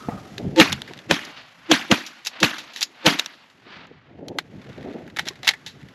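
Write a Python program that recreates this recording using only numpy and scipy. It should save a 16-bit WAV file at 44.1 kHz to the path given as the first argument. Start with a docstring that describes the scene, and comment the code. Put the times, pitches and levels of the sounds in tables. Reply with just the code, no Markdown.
"""Shotgun volley over a marsh

Shotguns fire over an open marsh, heard on a small head-worn microphone. Each shot swells in low tones, cracks,
booms and scatters off ground and water, all from tones and shaped noise; delayed soft swells answer from far banks.
Between shots the steel actions are worked and reloaded: short rattles driven through resonances.
Lumpy noise makes wind, cloth and reeds; damped low tones make dull thumps, the first likely a distant shot,
the others knocks on the microphone.
"""
import sys
import numpy as np
from scipy import signal
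from scipy.fft import rfft, irfft, next_fast_len
from scipy.io import wavfile
from scipy.ndimage import uniform_filter1d, map_coordinates

SR = 44100
rng = np.random.default_rng(int(sys.argv[2]) if len(sys.argv) > 2 else 0)


def persist_wave(psi):
    """Save psi, clipped to +-1, as 16-bit WAV."""
    counts = np.round(np.clip(psi, -1, 1) * 32767).astype(np.int16)
    wavfile.write(sys.argv[1], SR, np.atleast_2d(counts).T)


N = 262005

# The muzzle blasts. Each row: time of the crack in seconds, crack level in dB before a small trim, boom level in dB,
# swell level in dB, swell overtones in dB over their own levels, swell rise as a Gaussian width in seconds,
# hiss in dB over the swell, scatter level in dB, answer of the banks in dB over each bank's level.
SHOTS = [(0.5995, 0.5, -10, -3, -4, 0.015, -11.5, -9.5, -2),
         (1.1106, -2.5, -16, -15.5, -12, 0.0087, -6, -21, 3),
         (1.7148, -1.5, -19, -8, -14, 0.01, -14, -15, -0.5),
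         (1.914, -3.5, -10, -10.5, -8.5, 0.0066, -12.5, -15, -2.5),
         (2.43, -3, -14.5, -16, -8.5, 0.0092, -13.5, -16, 5),
         (3.0652, -2, -11, -15.5, -0.5, 0.0089, -4.5, -14, -1)]


def amp(db):
    """Decibels to a linear gain."""
    return 10 ** (np.asarray(db) / 20)


def unit(x):
    """The sound scaled to rms 1."""
    return x / np.sqrt(np.mean(x ** 2) + 1e-20)


def along(points, hz):
    """Reads a curve of (Hz, value) points on a log frequency axis."""
    f, v = np.transpose(points)
    return np.interp(np.log(hz + 1), np.log(f + 1), v)


def curves(rows):
    """One value per sample for each column after the time."""
    s, *cols = np.transpose(rows)
    return [np.interp(np.arange(N) / SR, s, c) for c in cols]


def wobble(rate):
    """A smooth random curve with the given number of knots a second."""
    knots = rng.standard_normal(int(N * rate / SR) + 4)
    return map_coordinates(knots, [np.arange(N) * rate / SR])


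def filtered(x, response):
    """The sound shaped by a complex response of frequency."""
    m = next_fast_len(N + SR // 2)
    return irfft(rfft(x, m) * response(np.fft.rfftfreq(m, 1 / SR)), m)[..., :N]


def noise(spectrum):
    """Noise of rms 1 with the given colour."""
    return unit(filtered(rng.standard_normal(N), lambda hz: amp(along(spectrum, hz))))


def resonant(modes):
    """Response of parallel resonances (Hz, width in Hz, dB), alternating in sign."""
    def response(f):
        total = 0
        for k, (centre, width, db) in enumerate(modes):
            damping = 1j * f * width
            total = total + (-1) ** k * amp(db) * damping / (centre * centre - f * f + damping)
        return total
    return response


def fade(since, rise, t60):
    """Climbs 60 dB in rise seconds up to time zero, then falls 60 dB in t60 seconds."""
    return amp(-60 * np.where(since < 0, -since / max(rise, 1e-4), since / max(t60, 1e-3)))


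def burst(envelope, sound):
    """The sound under an envelope, holding the envelope's energy whatever the chance of the noise."""
    shaped = envelope * sound
    wanted = np.linalg.norm(envelope, axis=-1, keepdims=True)
    return shaped * wanted / np.linalg.norm(shaped, axis=-1, keepdims=True)


def patchy(x, depth_db):
    """Breaks a sound up with random gain in patches of time and frequency."""
    z = signal.stft(x, nperseg=256)[2]
    field = uniform_filter1d(rng.standard_normal(z.shape), size=5, axis=0)
    field = uniform_filter1d(field, size=3, axis=1)
    return unit(signal.istft(z * amp(depth_db * unit(field)), nperseg=256)[1][:N])


def wash(spectrum):
    """Grainy noise of the marsh, split into its body and its treble."""
    whole = unit(amp(0.77 * wobble(9.2) + 1.9 * wobble(120)) * noise(spectrum))
    treble = filtered(whole, lambda hz: 1 / (1 + (4500 / (hz + 1)) ** 4))
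    return whole - treble, treble


def air():
    """Wind buffets and cloth scuffs as lumpy low noise; clothes and reeds rustle as grainy noise above."""
    # Each row: time in seconds, wind buffeting in dB, cloth scuffing in dB.
    wind_levels = [(0, -50, -48), (0.1, -29, -44.5), (0.3, -47, -50), (0.45, -23.5, -33.5),
                   (0.55, -40, -39), (0.72, -34.5, -46), (0.86, -46, -48), (1.25, -54, -50),
                   (1.45, -57.5, -72), (2.1, -64, -75), (2.85, -66, -57), (3.45, -67, -70),
                   (3.78, -52, -50), (3.96, -51.5, -57), (4.02, -59, -65.5), (4.22, -40.5, -38.5),
                   (4.36, -48, -37), (4.44, -51, -56), (4.58, -37, -41), (4.63, -53, -49), (4.71, -39, -37),
                   (4.75, -49, -54), (4.82, -38.5, -35.5), (4.98, -49, -35.5), (5.07, -43, -42.5),
                   (5.15, -45, -46.5), (5.57, -51.5, -55), (5.83, -43, -53.5), (5.94, -57, -50.5)]
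    # Clothes and reeds. Each row: time in seconds, rustle level in dB, treble gain in dB.
    rustle_levels = [(0, -55, 14), (0.5, -53, 5.5), (1.5, -54.5, 2.5), (3.5, -62.5, 8.5), (4, -57.5, -20),
                     (4.4, -62, 1), (4.7, -51.5, -2), (4.9, -49, -5.5), (5.15, -57, 2), (5.94, -55, 1.5)]
    # Colour of the wind on the microphone. Each row: frequency in Hz, density in dB per Hz.
    buffet_colour = [(15, -57), (25, -17), (128, -3), (168, -4), (303, -14.5), (369, -28), (400, -20),
                     (520, -48.5), (880, -120)]
    # Colour of cloth on the housing. Each row: frequency in Hz, density in dB per Hz.
    scuff_colour = [(110, -23.5), (180, -3.5), (296, -2), (376, -3.5), (725, -12), (900, -19), (1100, -40),
                    (1950, -57.5), (3300, -120)]
    # Colour of clothes and reeds. Each row: frequency in Hz, density in dB per Hz.
    marsh_colour = [(290, -34), (500, -3), (1950, 2), (2360, -2), (2850, -3), (7100, -18), (8960, -32.5),
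                    (11800, -21.5), (16000, -83)]
    buffet_db, scuff_db = curves(wind_levels)
    wash_db, bright_db = curves(rustle_levels)
    buffet = amp(buffet_db) * unit(amp(1.5 * wobble(14) + 2.5 * wobble(40)) * noise(buffet_colour))
    scuff = amp(scuff_db) * unit(amp(1.6 * wobble(28) + 3.2 * wobble(70)) * noise(scuff_colour))
    body, treble = wash(marsh_colour)
    return buffet + scuff + amp(wash_db) * (body + amp(bright_db) * treble)


def hoarse():
    """A faint hoarse band, perhaps far waterfowl: narrow throbbing noise that holds, then fades away early."""
    level_db, hold_s, t60_s = -44, 0.12, 1
    envelope = fade(np.clip(np.arange(N) / SR - hold_s, 0, None), 1, t60_s)
    band = filtered(rng.standard_normal(N), resonant([(1255, 89, 5)]))
    return amp(level_db) * envelope * unit(amp(1.9 * wobble(50)) * band)


def banks():
    """Every far bank sends each shot back as a soft swell of noise, duller the farther it is."""
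    # Each row: delay in seconds, level in dB, rise in seconds per 60 dB, t60 in seconds, treble gain in dB.
    far_banks = [(0.271, -52, 0.41, 0.32, 13.5), (0.34, -53.5, 0.4, 0.4, 8.5),
                 (0.65, -40.5, 0.41, 0.65, 3.5), (0.78, -47.5, 0.99, 0.25, -3.5),
                 (1.019, -58, 0.3, 0.5, -9)]
    # Colour of a shot after its long way back. Each row: frequency in Hz, density in dB per Hz.
    far_colour = [(150, -30.5), (250, -2), (316, -16), (722, -5), (1390, -4.5), (1790, -4.5), (2870, -7),
                  (4610, -15.5), (14000, -79.5)]
    t = np.arange(N) / SR
    power = np.zeros((2, N))  # body and treble
    for s, *_, answer_db in SHOTS:
        for delay, db, rise, t60, bright_db in far_banks:
            levels = amp(answer_db + np.array([[db], [db + bright_db]]))
            power += (levels * fade(t - s - delay, rise, t60)) ** 2
    return np.sum(np.sqrt(power) * amp(2.3 * wobble(25.02)) * wash(far_colour), axis=0)


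def thumps():
    """A dull thump rings once, low and damped, with an overtone, and leaves a short rustle."""
    # Dull low thumps: the first likely a distant shot, the others knocks on the microphone.
    # Each row: start in seconds, level in dB, pitch in Hz, t60 in seconds, rustle after it in dB over the thump.
    thump_rows = [(0.085, -12.5, 239, 0.021, -11.5), (0.117, -36, 155, 0.23, -7.5),
                  (0.433, -28, 141.7, 0.072, -34), (0.464, -25.5, 144, 0.13, -28.5),
                  (0.909, -27.5, 336, 0.02, -17), (5.306, -31.5, 380, 0.044, -21),
                  (5.437, -35.5, 750, 0.059, -9)]
    # Colour of the rustle. Each row: frequency in Hz, density in dB per Hz.
    rustle_colour = [(200, -17.5), (400, -3), (750, 10), (1300, -19), (2200, -11), (4000, -38.5)]
    t = np.arange(SR // 3) / SR
    out, rustle = np.zeros(N + SR), np.zeros(N + SR)
    for s, db, hz, t60, rustle_db in thump_rows:
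        place = slice(round(s * SR), round(s * SR) + len(t))
        ring = np.sin(2 * np.pi * hz * t) + 0.38 * np.sin(2 * np.pi * 2.8 * hz * t)
        out[place] += amp(db) * fade(t - .002, 0.0075, t60) * ring
        rustle[place] += amp(db + rustle_db) * fade(t - .002, 0.0046, 5 * t60)
    return out[:N] + rustle[:N] * patchy(noise(rustle_colour), depth_db=1.5)


def rings():
    """A hard contact leaves thin modes of the steel ringing as decaying sines."""
    # Contacts that ring on. Each row: start in seconds, level in dB.
    hard_contacts = [(2.832, -32)]
    # Modes of the steel. Each row: frequency in Hz, mean level in dB over the contact, t60 in seconds.
    modes = [(4720, 2, 0.069), (5150, 0, 0.08), (6760, -7, 0.13)]
    t, out = np.arange(SR // 3) / SR, np.zeros(N + SR)
    for s, db in hard_contacts:
        for hz, level, t60 in modes:
            mode_gain = amp(db + level + rng.normal(0, 1))
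            out[round(s * SR):][:len(t)] += mode_gain * fade(t, 1, t60) * np.sin(2 * np.pi * hz * t)
    return out[:N]


def ticks():
    """Loose parts tick faintly at chance moments while a gun is handled."""
    # Each row: start in seconds, end in seconds, ticks a second.
    handlings = [(0.75, 1.02, 25), (2.7, 2.8, 25), (4.57, 5.1, 45), (5.2, 5.45, 40), (5.8, 5.92, 20)]
    level_db, spread_db, dull_db, t60_s = -47, 6.5, 9, 0.025
    rows = []
    for start, end, rate in handlings:
        for place, size in rng.random((round(rate * (end - start)), 2)):
            moment = start + place * (end - start)
            rows.append((moment, level_db + spread_db * (2 * size - 1), dull_db, t60_s))
    return rows


def actions():
    """Each contact rattles the resonances of the steel and the wooden stock; a dull one leans low."""
    # Steel contacts. Each row: start in seconds, level in dB, dullness in dB, t60 in seconds.
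    contacts = [(0.3795, -20.5, 4, 0.018), (0.56, -21, 5, 0.025), (0.6963, -25, -2, 0.018),
                (0.7202, -14, 4, 0.017), (0.726, -4.5, 2, 0.015), (0.8176, -17.5, 2, 0.0086),
                (0.8759, -39, 11.5, 0.12), (0.9348, -22.5, 9.5, 0.0041), (0.9756, -28, 5, 0.0059),
                (0.9884, -30, 7, 0.019), (1.2498, -33, -10, 0.023), (2.0632, -32.5, -10, 0.07),
                (2.2487, -30, -9, 0.046), (2.2599, -17.5, 1, 0.023), (2.2686, -11, -3.5, 0.033),
                (2.4014, -23.5, -4, 0.065), (2.582, -24.5, 1, 0.089), (2.734, -38.5, -5, 0.12),
                (2.7606, -18.5, 1, 0.015), (2.7685, -29, -1.5, 0.16), (2.8083, -22, -12.5, 0.015),
                (2.815, -13, 1, 0.043), (2.827, -11, -10, 0.026), (3.061, -6, -6, 0.0094),
                (3.164, -36, 6, 0.023), (3.1876, -17, 2.5, 0.032), (3.194, -4, 0.5, 0.016),
                (3.2445, -35, -4, 0.02), (3.2596, -14, 0.5, 0.01), (3.499, -44, 3, 0.022),
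                (3.869, -53, -12, 0.01), (4.2824, -24, -1.5, 0.014), (4.3852, -11, 9, 0.021),
                (5.0765, -48, 24.5, 0.019), (5.1623, -28, 10.5, 0.017), (5.1679, -17.5, 11, 0.024),
                (5.1864, -19, 10, 0.061), (5.1926, -12.5, 11.5, 0.016), (5.2545, -31, 3, 0.056),
                (5.2674, -29, 9, 0.088), (5.2773, -14.5, 4.5, 0.0056), (5.2845, -12.5, -3, 0.017),
                (5.4306, -24, 5.5, 0.029), (5.4452, -28, 4.5, 0.17), (5.4714, -10.5, 11, 0.0073),
                (5.476, -3, 3, 0.034), (5.4883, 0.5, 5, 0.021), (5.5079, -19, 7.5, 0.032),
                (5.535, -33, 18.5, 0.037), (5.662, -26.5, 1, 0.11), (5.8284, -50, 22.5, 0.0092)]
    # Low, middle and high groups of steel resonances. Each row: frequency in Hz, width in Hz, level in dB.
    steel_modes = [
        [(1890, 585, 0), (2350, 570, -8)],
        [(2600, 400, -6.5), (3800, 790, -2)],
        [(4440, 2700, 2), (7344, 1700, -2.5), (11100, 8700, -15)],
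    ]
    # The stock under the action. Each row: frequency in Hz, width in Hz, level in dB.
    stock_modes = [(387, 250, -7.5), (860, 130, 4.5)]
    low_db, middle_db, high_db, stock_db = 0, 6, -6, -9.5  # for a contact of no dullness
    t, drive = np.arange(SR // 5) / SR, np.zeros((4, N + SR))
    for s, db, dull_db, t60 in contacts + ticks():
        envelope = fade(t - .001, 0.001, t60) + amp(-12.5) * fade(t, .001, 3 * t60)
        rattle = burst(envelope, rng.standard_normal((4, len(t))))
        balance = [[low_db + dull_db], [middle_db], [high_db - dull_db], [stock_db + .6 * dull_db]]
        drive[:, round(s * SR):][:, :len(t)] += amp(db + np.array(balance)) * rattle
    return sum(filtered(d[:N], resonant(m)) for d, m in zip(drive, steel_modes + [stock_modes]))


def shots():
    """Each muzzle blast is a tonal swell, a noise crack, a resonant boom, near scatter and a long tail."""
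    # Tones of the swell. Each row: frequency in Hz, level in dB; all but the first are overtones.
    swell_tones = [(328, -3), (520, -3.5), (890, -10.5)]
    # Resonances of the boom. Each row: frequency in Hz, width in Hz, level in dB.
    boom_modes = [(121, 110, -3.5), (192, 42, 6), (244, 24, 0), (620, 300, -8)]
    # Colour of the crack. Each row: frequency in Hz, density in dB per Hz.
    crack_colour = [(290, -22.5), (500, 3), (1230, -2.5), (1840, 1.5), (2290, -1.5), (2810, 3.5),
                    (5020, -8), (7000, -10), (8960, -31.5), (11500, -21.5), (16000, -74.5)]
    # Colour of the scatter. Each row: frequency in Hz, density in dB per Hz.
    scatter_colour = [(59, -59), (100, -25), (206, -9.5), (295, -3), (433, -21), (1480, -10), (2750, -11),
                      (6560, -24.5), (9020, -41.5), (11600, -31), (12900, -39), (16000, -99)]
    crest_s = 0.0011  # the swell crests this long before the crack
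    boom_lag_s = 0.009  # the boom crests after the crack
    near_s, near_db = 0.028, -7.5  # a near surface: delay, level over the scatter
    crack_t60_s, scatter_t60_s, tail_t60_s, tail_db = 0.017, 0.2, 0.68, -30
    t, out = np.arange(N) / SR, np.zeros(N)
    for s, db, boom_db, swell_db, over_db, rise, hiss_db, scatter_db, _ in SHOTS:
        u = t - s
        # a few low tones swell for some cycles before the crack and sag in pitch as they die after it
        sag = u - 3 * np.clip(u, 0, .1) ** 2
        tones = 0
        for k, (hz, level) in enumerate(swell_tones):
            tones = tones + amp(level + over_db * (k > 0)) * np.sin(2 * np.pi * (hz * sag + rng.random()))
        v = u + crest_s
        swell = tones * np.where(v < 0, np.exp(-.5 * (v / rise) ** 2), fade(v, 1, 0.12))
        swell += amp(hiss_db) * np.abs(swell) * noise(crack_colour)  # a rattling hiss on each crest

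        push = fade(u - boom_lag_s, 0.05, 0.06) + amp(-25) * fade(u - boom_lag_s, 0.023, 0.19)
        boom = burst(push, filtered(rng.standard_normal(N), resonant(boom_modes)))

        crack = amp(db - 0.5) * burst(fade(u - .001, 0.0073, crack_t60_s), noise(crack_colour))
        # a near surface answers, duller
        near = burst(fade(u - near_s, 0.0065, 0.024), noise(scatter_colour))
        near = amp(scatter_db + near_db) * near

        # reeds and ripples send back uneven lumps of the blast
        spread = amp(scatter_db) * fade(u - .004, 0.0014, scatter_t60_s)
        spread += amp(tail_db) * fade(u - .01, .02, tail_t60_s)
        lumps = amp(1.3 * wobble(30.05) + 1.2 * wobble(150))
        scatter = spread * lumps * patchy(noise(scatter_colour), depth_db=3.5)
        out += amp(swell_db) * swell + amp(boom_db) * boom + crack + near + scatter
    return out


def scene():
    """Sums all sources, softens the top and spreads the treble over two channels."""
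    # Dip that the microphone housing leaves in the steel: centre in Hz, width in Hz, depth from 0 to 1.
    notch_hz, notch_width, notch_depth = (9000, 730, 0.91)
    # Difference of the two channels. Each row: frequency in Hz, level in dB.
    apart = [(2000, -65.5), (5000, -35), (9000, -21.5), (13000, -5)]
    roll_hz = 13100  # the microphone falls away above

    def steel_response(hz):
        dip = 1 - np.clip(notch_depth, 0, 1) / (1 + ((hz - notch_hz) / notch_width) ** 2)
        return dip / (1 + (hz / roll_hz) ** 24)

    steel = filtered(actions(), steel_response)
    mid = air() + hoarse() + banks() + thumps() + rings() + steel + shots()
    mid = filtered(mid, lambda hz: amp(-7 / (1 + (roll_hz / (hz + 1)) ** 16)))
    # the two ports differ mainly in the treble, smeared over some hundredths of a second
    smear = rng.standard_normal(SR // 20) * np.hanning(SR // 20)
    smeared = signal.fftconvolve(mid, smear / np.linalg.norm(smear), "same")
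    side = filtered(smeared, lambda hz: amp(along(apart, hz)))
    return np.array([mid + side, mid - side])


def record(dry):
    """The microphone loses the deepest bass, the loudest peaks saturate; nothing is kept above the band limit."""
    foot_hz, top_hz = 72, 16400
    thin = filtered(dry, lambda hz: (1j * hz / (foot_hz + 1j * hz)) ** 2)
    soft = thin / (1 + np.abs(thin / .97) ** 8) ** (1 / 8)
    return filtered(soft, lambda hz: np.clip((top_hz - hz) / 500, 0, 1) ** 2)


dry = scene()
out = record(dry)
persist_wave(out)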